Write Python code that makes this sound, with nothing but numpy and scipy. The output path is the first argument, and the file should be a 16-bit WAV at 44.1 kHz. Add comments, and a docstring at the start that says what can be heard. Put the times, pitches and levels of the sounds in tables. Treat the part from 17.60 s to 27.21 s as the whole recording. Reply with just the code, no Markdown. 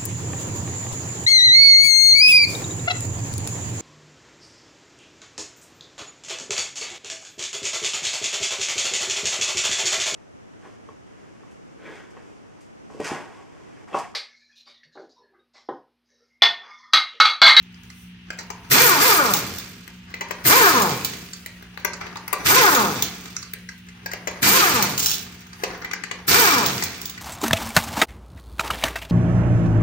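"""An air impact wrench spins five lug nuts off a trailer wheel, heard by a stereo pair in a large workshop.
Each trigger pull revs a vane motor: harmonics of the vane rate whine through port resonances in a rush of
throbbing noise, then coast down under chatter and slaps of the socket. Between pulls, noise bursts through
metal modes knock on nuts and spokes, and gritty noise rubs. Decaying noise echoes give the room; behind lie
mains hum, distant shop air and a leaking hose coupling."""
import sys
import numpy as np
from scipy import signal
from scipy.fft import rfft, irfft, next_fast_len
from scipy.io import wavfile
from scipy.ndimage import uniform_filter1d

SR = 44100
rng = np.random.default_rng(int(sys.argv[2]) if len(sys.argv) > 2 else 0)


def log_audio(samples):
    """Write samples as a 16-bit WAV file to the path given in sys.argv[1]."""
    # one column per channel
    frames = np.atleast_2d(samples).T
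    # limit to full scale, then quantise
    limited = np.clip(frames, -1, 1)
    pcm = np.round(limited * 32767).astype(np.int16)
    wavfile.write(sys.argv[1], SR, pcm)


N = 423801

# Distant shop air, spectral density: pitch_hz, level_db (relative)
SHOP_AIR = [(15, -81.5), (25, -55.5), (56, -9), (112, -8.5), (146, -27), (181, -5), (207, -18), (243, -37),
            (301, -21), (354, -71), (515, -54.5), (2780, -23.5), (15000, -74.5)]
# Mains hum lines: pitch_hz, level_db (middle sine amplitude)
HUM_LINES = [(118.4, -53.5), (179.6, -44.5), (239.4, -54), (360.7, -69), (393.0, -81.5)]
# Reverberation time of the workshop: pitch_hz, t60_s
SHOP_T60 = [(100, 1), (800, 0.62), (2000, 0.48), (5500, 0.26), (15000, 0.093)]
# Level balance between the two microphones: pitch_hz, left_minus_right_db
STEREO_BALANCE = [(60, -4), (110, 1), (200, -1.5), (380, 0), (700, -1.5), (1290, 3), (2380, 2.5),
                  (4400, -11), (8120, 2), (15000, 0.5)]
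# Socket moving from nut to nut: start_s, right_lag_ms (right microphone behind left)
NUT_POSITIONS = [(0, 0.51), (2.3, 0.43), (4.1, .85), (6.051, .4), (8.2, 0.88)]

# Handling between pulls, one list a stretch: start_s, rub_db, leak_db (each before its trim)
HANDLING_MOVES = [
    [(0.0, -55.5, -79), (0.418, -56.5, -53.5), (0.562, -59.5, -76), (1.08, -47, -60)],
    [(2.1, -54, -70.5), (2.346, -63.5, -75.5), (2.51, -47.5, -74), (2.83, -39.5, -56)],
    [(3.7, -62.5, -54), (4.14, -54, -65.5), (4.448, -36, -63), (4.678, -48, -60), (4.83, -31, -47)],
    [(5.72, -51, -69), (5.948, -79, -60), (6.354, -50.5, -66.5), (6.8, -42.5, -56)],
    [(7.85, -54.5, -71), (8.03, -38, -49.5), (8.25, -44, -67.5), (8.65, -44.5, -62)],
]
# Socket rubbing, spectral density: pitch_hz, level_db (relative)
RUB_SPECTRUM = [(180, -7), (300, -1), (459, -4.5), (577, -21.5), (738, -6.5), (1970, -3), (2920, -19.5),
                (6200, -17), (9960, -46.5), (15000, -56.5)]
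# Hose coupling leak, spectral density: pitch_hz, level_db (relative)
LEAK_SPECTRUM = [(3530, -34.5), (6000, -2), (6980, -13.5), (9230, -2.5), (12100, -10), (14800, -4.5),
                 (16000, -5)]

# Knocks of socket and nuts: start_s, level_db, thud_db, clink_db, tick_db (these three relative to level_db),
# pan_db (left minus right), contact_s (scaled in each band)
KNOCK_EVENTS = [(.1421, -44, -13, 2, -15, -1, .005), (.2997, -38, -11, -2, -33, -1.5, .0073),
                (.703, -19, -8, -6, -18, -1, .004), (.7863, -30, -5, 1.5, -15, 5, .013),
                (.8064, -32, -8, -3, -8, 1, .005), (.9014, -26, 3, 0, -8, 6, .0059),
                (2.2772, -28, -7, -27, -1, 6, .0029), (2.5394, -23, -6, -15, -16, 1, .0055),
                (2.6078, -21, -3, -6, -12, 3.5, .01), (2.708, -24, 0, -2, -6, 15, .0077),
                (3.6143, -39, -6, 3, -28, 4, .009), (3.7318, -37, -8, 10, -30, 6, .0076),
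                (3.8599, -26, -9, -30, 0, 0, .0056), (4.0233, -32, -5, -6, -4, 3, .0044),
                (4.1736, -25, -2, -30, -11, 9, .0034), (4.247, -13, -3, -2, -3, 10, .0063),
                (4.3313, -31, -13, 0, -33, -6, .011), (4.4107, -28, 2, -23, -17, 1, .0054),
                (4.4653, -29, -3, -21, -18, 9, .0057), (4.555, -27, 0, -17, -15, 2, .0066),
                (4.5692, -24, -3, -1, -18, 3, .0038), (4.6779, -25, -3, 0, 1, 4, .0069),
                (4.7277, -17, 0, -14, 1, 9.5, .0086), (5.7644, -23, -13, 6, -30, 0, .0037),
                (5.826, -32, -18, 2, -30, 2, .0093), (5.9342, -25, -11, -30, 8, -1, .0038),
                (6.088, -32, -18, -1, -30, 2, .0092), (6.2855, -36, -13, -4, -24, 1, .0097),
                (6.4592, -19, -8, -3, -7, 2, .006), (6.5137, -29, -23, -2, -8, 6, .0092),
                (6.5334, -17, -6, -3, -5, 4, .0046), (6.6719, -17, -5, -6, -11, 8.5, .01),
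                (7.93, -34, -24, 2, -30, 1, .0059), (8.0347, -13, -3, -5, -8, 3.5, .0063),
                (8.2448, -24, -7, -9, -12, 1, .0088), (8.3111, -19, -8, -8, -21, 0, .0055),
                (8.3325, -19, -6, -4, -13, 13, .0072), (8.4358, -23.5, -12, -2, -30, 14, .0063),
                (8.5117, -19, -6, -9, -20, 8, .006), (9.2227, -21, -5, 2, -25, 5, .008),
                (9.5762, -29, -13, -15, -30, -1, .0071)]
# The hammer engages; one knock without its time: level_db, thud_db, clink_db, tick_db, pan_db, contact_s
HAMMER_CLACK = -16, -12, -10, -1, 3, .006
# Metal modes of wheel and socket: pitch_hz, width_hz, level_db (before each blow's own spread)
WHEEL_MODES = [(441, 160, -5.5), (850, 236, 0), (1104, 215, 1.5), (1571, 91, 2.5), (1972, 49, 1.5),
               (2252, 45, -12.5), (4120, 460, 1), (6600, 2600, 2), (15714, 1100, 1)]
# Resonances of the loose socket: pitch_hz, width_hz, level_db (relative)
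SOCKET_MODES = [(3660, 1700, -6.5), (5380, 410, -1), (6730, 920, -2.5), (9550, 1000, -9.5),
                (15540, 550, 6.5)]
# Single slaps of the loose socket: start_s, level_db
SOCKET_SLAPS = [(1.7364, -5.5), (1.7685, -13), (1.9839, -22), (3.2186, -10), (3.2926, -18.5), (3.4472, -10),
                (5.15, -7.5), (5.4231, -7.5), (7.225, -7), (7.3781, -12.5), (7.3983, -12), (7.4598, -5),
                (7.5143, -12), (9.0608, -7.5), (9.2366, -13), (9.415, -22), (9.4554, -21.5),
                (9.4963, -23.5)]
# One long rattle of the socket: start_s, end_s, level_db
LONG_RATTLE = 7.376, 7.564, -27

# Trigger pulls: pull_s, release_s, top_vane_hz, whine_db, exhaust_db, jet_treble_db, chatter_db,
# coast_dip_db (change of the coasting whine around DIP_HZ)
TRIGGER_PULLS = [(1.094, 1.236, 519, -16.5, -22, -17, -45, -3),
                 (1.385, 1.468, 520, -17.5, -23, -19, -45, 1),
                 (2.835, 2.985, 531, -12.5, -21.5, -18.5, -25, -10),
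                 (4.839, 4.991, 530, -14.5, -22.5, -20, -24, -6),
                 (6.811, 6.97, 540, -18.5, -21.5, -19.5, -29, -8),
                 (8.665, 8.805, 500, -17.5, -21.5, -19.5, -25, -2)]
# Exhaust air, spectral density: pitch_hz, level_db (relative)
EXHAUST_SPECTRUM = [(180, -25), (300, 0), (462, -2), (574, -22), (713, -1.5), (828, -44), (930, -9.5),
                    (1360, -2.5), (1580, -4), (2520, -2.5), (2880, -7), (6850, -7.5), (10700, -12.5),
                    (15200, -2.5), (16000, -35)]
# Exhaust ports and motor body: pitch_hz, level_db (relative)
PORT_RESPONSE = [(60, -8), (130, -1), (220, -1), (330, -5), (470, 0), (620, -8), (1030, 1), (1300, 1),
                 (1650, -4), (2100, -9), (3500, -24)]
# Vane harmonics 1 to 10: level_db (relative)
VANE_HARMONICS_DB = [-1, 0, 1, 3, 2, 0, -3, -4, -6, -8]

# Room and microphones
SHOP_AIR_DB = -48.5
WET_DB, KNOCK_WET_DB, WHINE_WET_DB = -1.5, -3.5, -7  # all room; extra for knocks; extra for the forward-beamed whine
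MOTOR_LAG_MS = 0.24  # right microphone behind left
CUTOFF_HZ = 15900

# Motor speed and valve
START_HZ, REV_SHAPE = 110, 2.05  # least vane rate on the first gulp of air; power of the quarter-sine rev
COAST_S, AIR_DRAG = .33, .55  # bearing friction time; share of extra drag at top speed
VALVE_S = .022  # opening time

# Whine
WHINE_HZ, WHINE_LOSS_DB, WHINE_BEND = 370, 8, 2.3  # loudest vane rate; loss one octave off; power of the octaves
LOADED_DB = -4  # while revving, per octave under the top rate
DIP_HZ, DIP_OCTAVES = 290, .14  # centre and width of the brief coasting dip
NOTE_DB, NOTE_HZ, NOTE_LOSS_DB = -40, 160, 11  # bare vane note: level at its loudest rate; loss one octave off

# Exhaust and socket
AIR_FALL, TREBLE_FALL, CHATTER_FALL = 41.1, 51.7, 46  # after release, dB per s
BODY_HZ, RUMBLE_DB, RUMBLE_LOSS_DB = 260, -1.5, 19.5  # full rumble below this vane rate; re air; loss per octave above
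CLACK_LATE_S, SLAP_S = .018, .003  # clack after the pull; decay time of a slap
TICKS_PER_S, TICK_DB = 8, -46  # faint stray ticks: mean rate, middle level


def seconds():
    """Time of every sample in s."""
    return np.arange(N) / SR


def from_db(db):
    """Decibels to an amplitude factor."""
    return 10 ** (np.asarray(db) / 20)


def rms_one(x):
    """Scale a signal to an rms of 1."""
    return x / np.sqrt(np.mean(x ** 2) + 1e-20)


def in_time(rows, **ends):
    """Each column of a table joined by straight lines, one value a sample."""
    s, *columns = np.transpose(rows)
    return [np.interp(seconds(), s, column, **ends) for column in columns]


def at_hz(points, hz):
    """A spectrum read on a log-frequency axis."""
    table_hz, values = np.array(points).T
    return np.interp(np.log(np.maximum(hz, 1)), np.log(table_hz), values)


def coloured(x, spectrum):
    """Filter a signal by a table of pitch_hz and level_db."""
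    size = next_fast_len(N)
    hz = np.arange(size // 2 + 1) * SR / size
    return irfft(rfft(x, size) * from_db(at_hz(spectrum, hz)), size)[..., :N]


def band(x, low_hz, high_hz):
    """Keep the band between two frequencies."""
    sos = signal.butter(2, [low_hz, min(high_hz, .49 * SR)], "band", fs=SR, output="sos")
    return signal.sosfilt(sos, x)


def highpass(x, order, low_hz):
    """Keep what lies above a frequency."""
    return signal.sosfilt(signal.butter(order, low_hz, "high", fs=SR, output="sos"), x)


def decaying(x, decay_s):
    """Let every impulse die away exponentially."""
    return signal.lfilter([1], [1, -np.exp(-1 / (decay_s * SR))], x)


def drift(rate_hz):
    """Slow random wander of spread 1: noise through two equal low-pass poles."""
    r = np.exp(-2 * np.pi * rate_hz / SR)
    wander = signal.lfilter([1], [1, -2 * r, r * r], rng.standard_normal(N + SR))
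    return rms_one(wander[SR:])


def resonances(x, table):
    """Parallel resonances of alternating sign."""
    out = 0
    for k, (pitch_hz, width_hz, level_db) in enumerate(table):
        r = np.exp(-np.pi * width_hz / SR)
        a = [1, -2 * r * np.cos(2 * np.pi * pitch_hz / SR), r * r]
        b = [(1 - r * r) / 2, 0, (r * r - 1) / 2]
        out = out + (-1) ** k * from_db(level_db) * signal.lfilter(b, a, x)
    return out


def evened(x, window_s):
    """Bring the running rms to 1."""
    return x / np.sqrt(uniform_filter1d(x ** 2, round(window_s * SR)) + 1e-12)


def right_late(x, lag_ms):
    """Sound reaches the right microphone after the left."""
    late = np.maximum(np.arange(N) - np.round(lag_ms * SR / 1000).astype(int), 0)
    return np.array([x[0], x[1][late]])


def shop():
    """Distant air noise, alike at both microphones in the bass, and steady mains lines with wandering levels."""
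    mid, side = coloured(rng.standard_normal((2, N)), SHOP_AIR)
    side = highpass(side, 1, 900)
    air = from_db(SHOP_AIR_DB) * rms_one(mid + side * [[1], [-1]])
    t = seconds()
    hum = sum(from_db(level_db + 0.91 * drift(4)) * np.sin(2 * np.pi * pitch_hz * t)
              for pitch_hz, level_db in HUM_LINES)
    return air + hum


def room(x):
    """Dense workshop echoes, dying band by band; the bass reaches both microphones alike."""
    t, tail = np.arange(SR) / SR, 0
    for low_hz in 60 * 2. ** np.arange(9):
        mid, side = band(rng.standard_normal((2, SR)), low_hz, 2 * low_hz)
        apart = np.clip(low_hz / 2600, 0, 1)
        decay = from_db(-60 * t / at_hz(SHOP_T60, low_hz * np.sqrt(2)))
        tail = tail + (mid + apart * side * [[1], [-1]]) * decay
    tail *= np.minimum(t / 0.00045, 1)
    tail = tail / np.sqrt(np.sum(tail ** 2) / 2)
    return signal.fftconvolve(x[None], tail, axes=1)[:, :N]


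def handling():
    """Gritty rubbing of the socket on nut and rim, and a thin hiss of air leaking at the hose coupling."""
    rub_db, leak_db = in_time(np.concatenate(HANDLING_MOVES))
    grit = rng.standard_normal(N) * from_db(5.7 * drift(48))
    rub = from_db(rub_db - 3.0) * rms_one(coloured(grit, RUB_SPECTRUM))  # trim -3 dB
    hiss = rms_one(coloured(rng.standard_normal((2, N)), LEAK_SPECTRUM))
    return rub + from_db(leak_db + 1.0) * hiss  # trim +1 dB


def knocks():
    """A brief skid of noise in four bands; each blow stirs the modes of wheel and socket with its own strengths."""
    out, t = np.zeros((2, N)), np.arange(round(.12 * SR)) / SR
    edges_hz = 350, 1400, 2800, 7000, 17000
    # the hammer engages on every pull but the second
    clacks = [(pull[0] + CLACK_LATE_S, *HAMMER_CLACK) for k, pull in enumerate(TRIGGER_PULLS) if k != 1]
    rows = list(KNOCK_EVENTS) + clacks
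    strengths_db = rng.normal(0, 3, (len(rows), len(WHEEL_MODES)))
    whites = rng.standard_normal((len(rows), 2 * len(t)))
    band_lengths = np.array([[1.5], [1.1], [.9], [.8]])
    for row, white, own_db in zip(rows, whites, strengths_db):
        start_s, level_db, thud_db, clink_db, tick_db, pan_db, contact_s = row
        modes = [(hz, width, db + own) for (hz, width, db), own in zip(WHEEL_MODES, own_db)]
        metal = white + 2 * rms_one(resonances(white, modes))
        # the first half only lets the filters settle
        bands = np.array([rms_one(band(metal, low, high)[len(t):])
                          for low, high in zip(edges_hz, edges_hz[1:])])
        shape = np.minimum(t / .002, 1) * np.exp(-(t / (contact_s * band_lengths)) ** 1.5)
        body = from_db([thud_db, 0, clink_db, tick_db]) @ (bands * shape)
        sides_db = level_db + pan_db * np.array([[.5], [-.5]])
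        at = round(start_s * SR)
        out[:, at:at + len(t)] += from_db(sides_db) * body[:N - at]
    return out


def chatter():
    """Loose socket: uneven touches once the load is off, and slaps, as noise bursts in the socket's resonances."""
    t, white = seconds(), rng.standard_normal(N)
    touches = (rng.random(N) < 150 / SR) * from_db(3 * np.minimum(rng.exponential(1, N), 2))
    bursts = decaying(touches, 0.0012) * white
    coasting = 0
    for _, release_s, _, _, _, _, chatter_db, _ in TRIGGER_PULLS:
        fall_db = CHATTER_FALL * np.maximum(t - release_s, 0)
        coasting = coasting + (t > release_s) * from_db(chatter_db - fall_db)
    start_s, end_s, rattle_db = LONG_RATTLE
    rattle = (t > start_s) * from_db(rattle_db - 260 * np.maximum(t - end_s, 0))
    slaps = sum((t > s) * from_db(db) * np.exp(-np.maximum(t - s, 0) / SLAP_S) for s, db in SOCKET_SLAPS)
    stray = (rng.random(N) < TICKS_PER_S / SR) * from_db(TICK_DB + rng.normal(0, 4, N))
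    slaps = slaps + decaying(stray + 1e-18, SLAP_S)
    touching = (coasting + rattle) * rms_one(resonances(bursts, SOCKET_MODES))
    return touching + slaps * rms_one(resonances(white, SOCKET_MODES))


def flow_db(column, fall):
    """Air flow level: quick rise as the valve opens, held, then a steady fall; the loudest pull counts."""
    t, levels = seconds(), []
    for pull in TRIGGER_PULLS:
        rise_db = 40 * np.log10(np.clip((t - pull[0]) / VALVE_S, 1e-5, 1))
        levels.append(pull[column] + rise_db - fall * np.maximum(t - pull[1], 0))
    return np.max(levels, axis=0)


def exhaust(phase, vane_hz):
    """A ragged jet that throbs with the vanes, partly different at each microphone, over a body rumble."""
    air_db = flow_db(column=4, fall=AIR_FALL)
    treble_db = flow_db(column=5, fall=TREBLE_FALL)
    octaves_above = np.maximum(np.log2(vane_hz / BODY_HZ), 0)
    rumble_db = air_db + RUMBLE_DB - RUMBLE_LOSS_DB * octaves_above
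    shared, left, right = rng.standard_normal((3, N))
    eddies = (shared + 2.04 * np.array([left, right])) * (1 + 0.35 * np.cos(phase))
    # oil and water spit through the ports
    spits = (rng.random(N) < 250 / SR) * rng.exponential(.4, N)
    rush = coloured(eddies * (1 + decaying(spits, 0.0012)), EXHAUST_SPECTRUM)
    body = band(rush, 300, 8000) / np.std(band(rush, 2500, 7000)) * from_db(2.2 * drift(40))
    treble = rms_one(highpass(rush, 4, 8000)) * from_db(2.5 * drift(30))
    rumble = from_db(-5.0) * rms_one(band(shared, 96, 364))
    return from_db(air_db) * body + from_db(treble_db) * treble + from_db(rumble_db) * rumble


def speed():
    """Vane rate in Hz: it revs while the trigger is held, then friction and air drag slow it."""
    t, hz = seconds(), np.full(N, 1.)
    for pull_s, release_s, top_hz, *_ in TRIGGER_PULLS:
        low_hz = max(hz[round(pull_s * SR)], START_HZ)
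        held = np.clip((t - pull_s) / (release_s - pull_s), 0, 1)
        rev = low_hz + (top_hz - low_hz) * np.sin(np.pi / 2 * held) ** REV_SHAPE
        friction = np.exp(np.clip(t - release_s, 0, 2) / COAST_S)
        coast = top_hz / ((1 + AIR_DRAG) * friction - AIR_DRAG)
        hz = np.where(t < pull_s, hz, np.where(t < release_s, rev, coast))
    return hz


def whine_level_db(vane_hz):
    """Whine level: loudest near one vane rate, lower under load, with a brief dip on the way down."""
    t, pulls = seconds(), np.array(TRIGGER_PULLS)
    latest = np.maximum(np.searchsorted(pulls[:, 0], t) - 1, 0)
    _, release_s, top_hz, whine_db, _, _, _, dip_db = pulls[latest].T
    revving = t < release_s
    load_db = LOADED_DB * revving * np.log2(top_hz / vane_hz)
    loss_db = WHINE_LOSS_DB * np.abs(np.log2(vane_hz / WHINE_HZ)) ** WHINE_BEND
    dip = np.exp(-(np.log2(vane_hz / DIP_HZ) / DIP_OCTAVES) ** 2)
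    return whine_db + load_db - loss_db + ~revving * dip_db * dip


def whine(vane_hz):
    """Every vane lets out a puff: harmonics of the vane rate, loud where they cross a port resonance."""
    phase = 2 * np.pi * np.cumsum(vane_hz * (1 + .005 * drift(30))) / SR
    wear = [from_db(4 * drift(25)) for _ in range(3)]  # three groups of harmonics waver apart
    puffs = 0
    for k, harmonic_db in enumerate(VANE_HARMONICS_DB, 1):
        strength = from_db(at_hz(PORT_RESPONSE, k * vane_hz) + harmonic_db)
        puffs = puffs + np.cos(k * phase) * strength * wear[k % 3]
    # turbulence in the ports
    breath = rms_one(resonances(rng.standard_normal(N), [(1086, 144, 0.0076), (1480, 170, 0.02)]))
    both = evened(puffs, .07) + from_db(-11) * breath
    # the bare vane note drones as the motor coasts
    note_db = NOTE_DB - NOTE_LOSS_DB * np.log2(vane_hz / NOTE_HZ) ** 2
    note = np.cos(phase) * wear[0] * from_db(note_db)
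    level = uniform_filter1d(from_db(whine_level_db(vane_hz)), size=300)
    return level * both + note, phase


def scene():
    """Direct sound of wrench and wheel, the workshop's echoes, stereo balance and the shop behind."""
    vane_hz = speed()
    tone, phase = whine(vane_hz)
    noisy = exhaust(phase, vane_hz) + chatter() + handling()
    blows = knocks()
    moves_s, lags_ms = np.transpose(NUT_POSITIONS)
    nut = np.searchsorted(moves_s, seconds(), "right") - 1
    lag_ms = uniform_filter1d(lags_ms[nut], size=9000)
    direct = right_late(noisy + blows, lag_ms) + right_late([tone, tone], np.array(MOTOR_LAG_MS))
    blows_sent = from_db(KNOCK_WET_DB) * band(blows, 140, 10000)
    sent = (noisy + blows_sent).mean(axis=0) + from_db(WHINE_WET_DB) * tone
    left, right = direct + from_db(WET_DB) * room(sent)
    half = np.array(STEREO_BALANCE) * [1, .5]  # each side takes half the difference
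    return np.array([coloured(left, half), coloured(right, half * [1, -1])]) + shop()


def record(dry):
    """Soft saturation rounds the peaks, then a steep low-pass cuts the top."""
    rounded = 1.15 * np.tanh(dry / 1.15)
    return signal.sosfilt(signal.ellip(12, .5, 65, CUTOFF_HZ, fs=SR, output="sos"), rounded)


dry = scene()
out = record(dry)
log_audio(out)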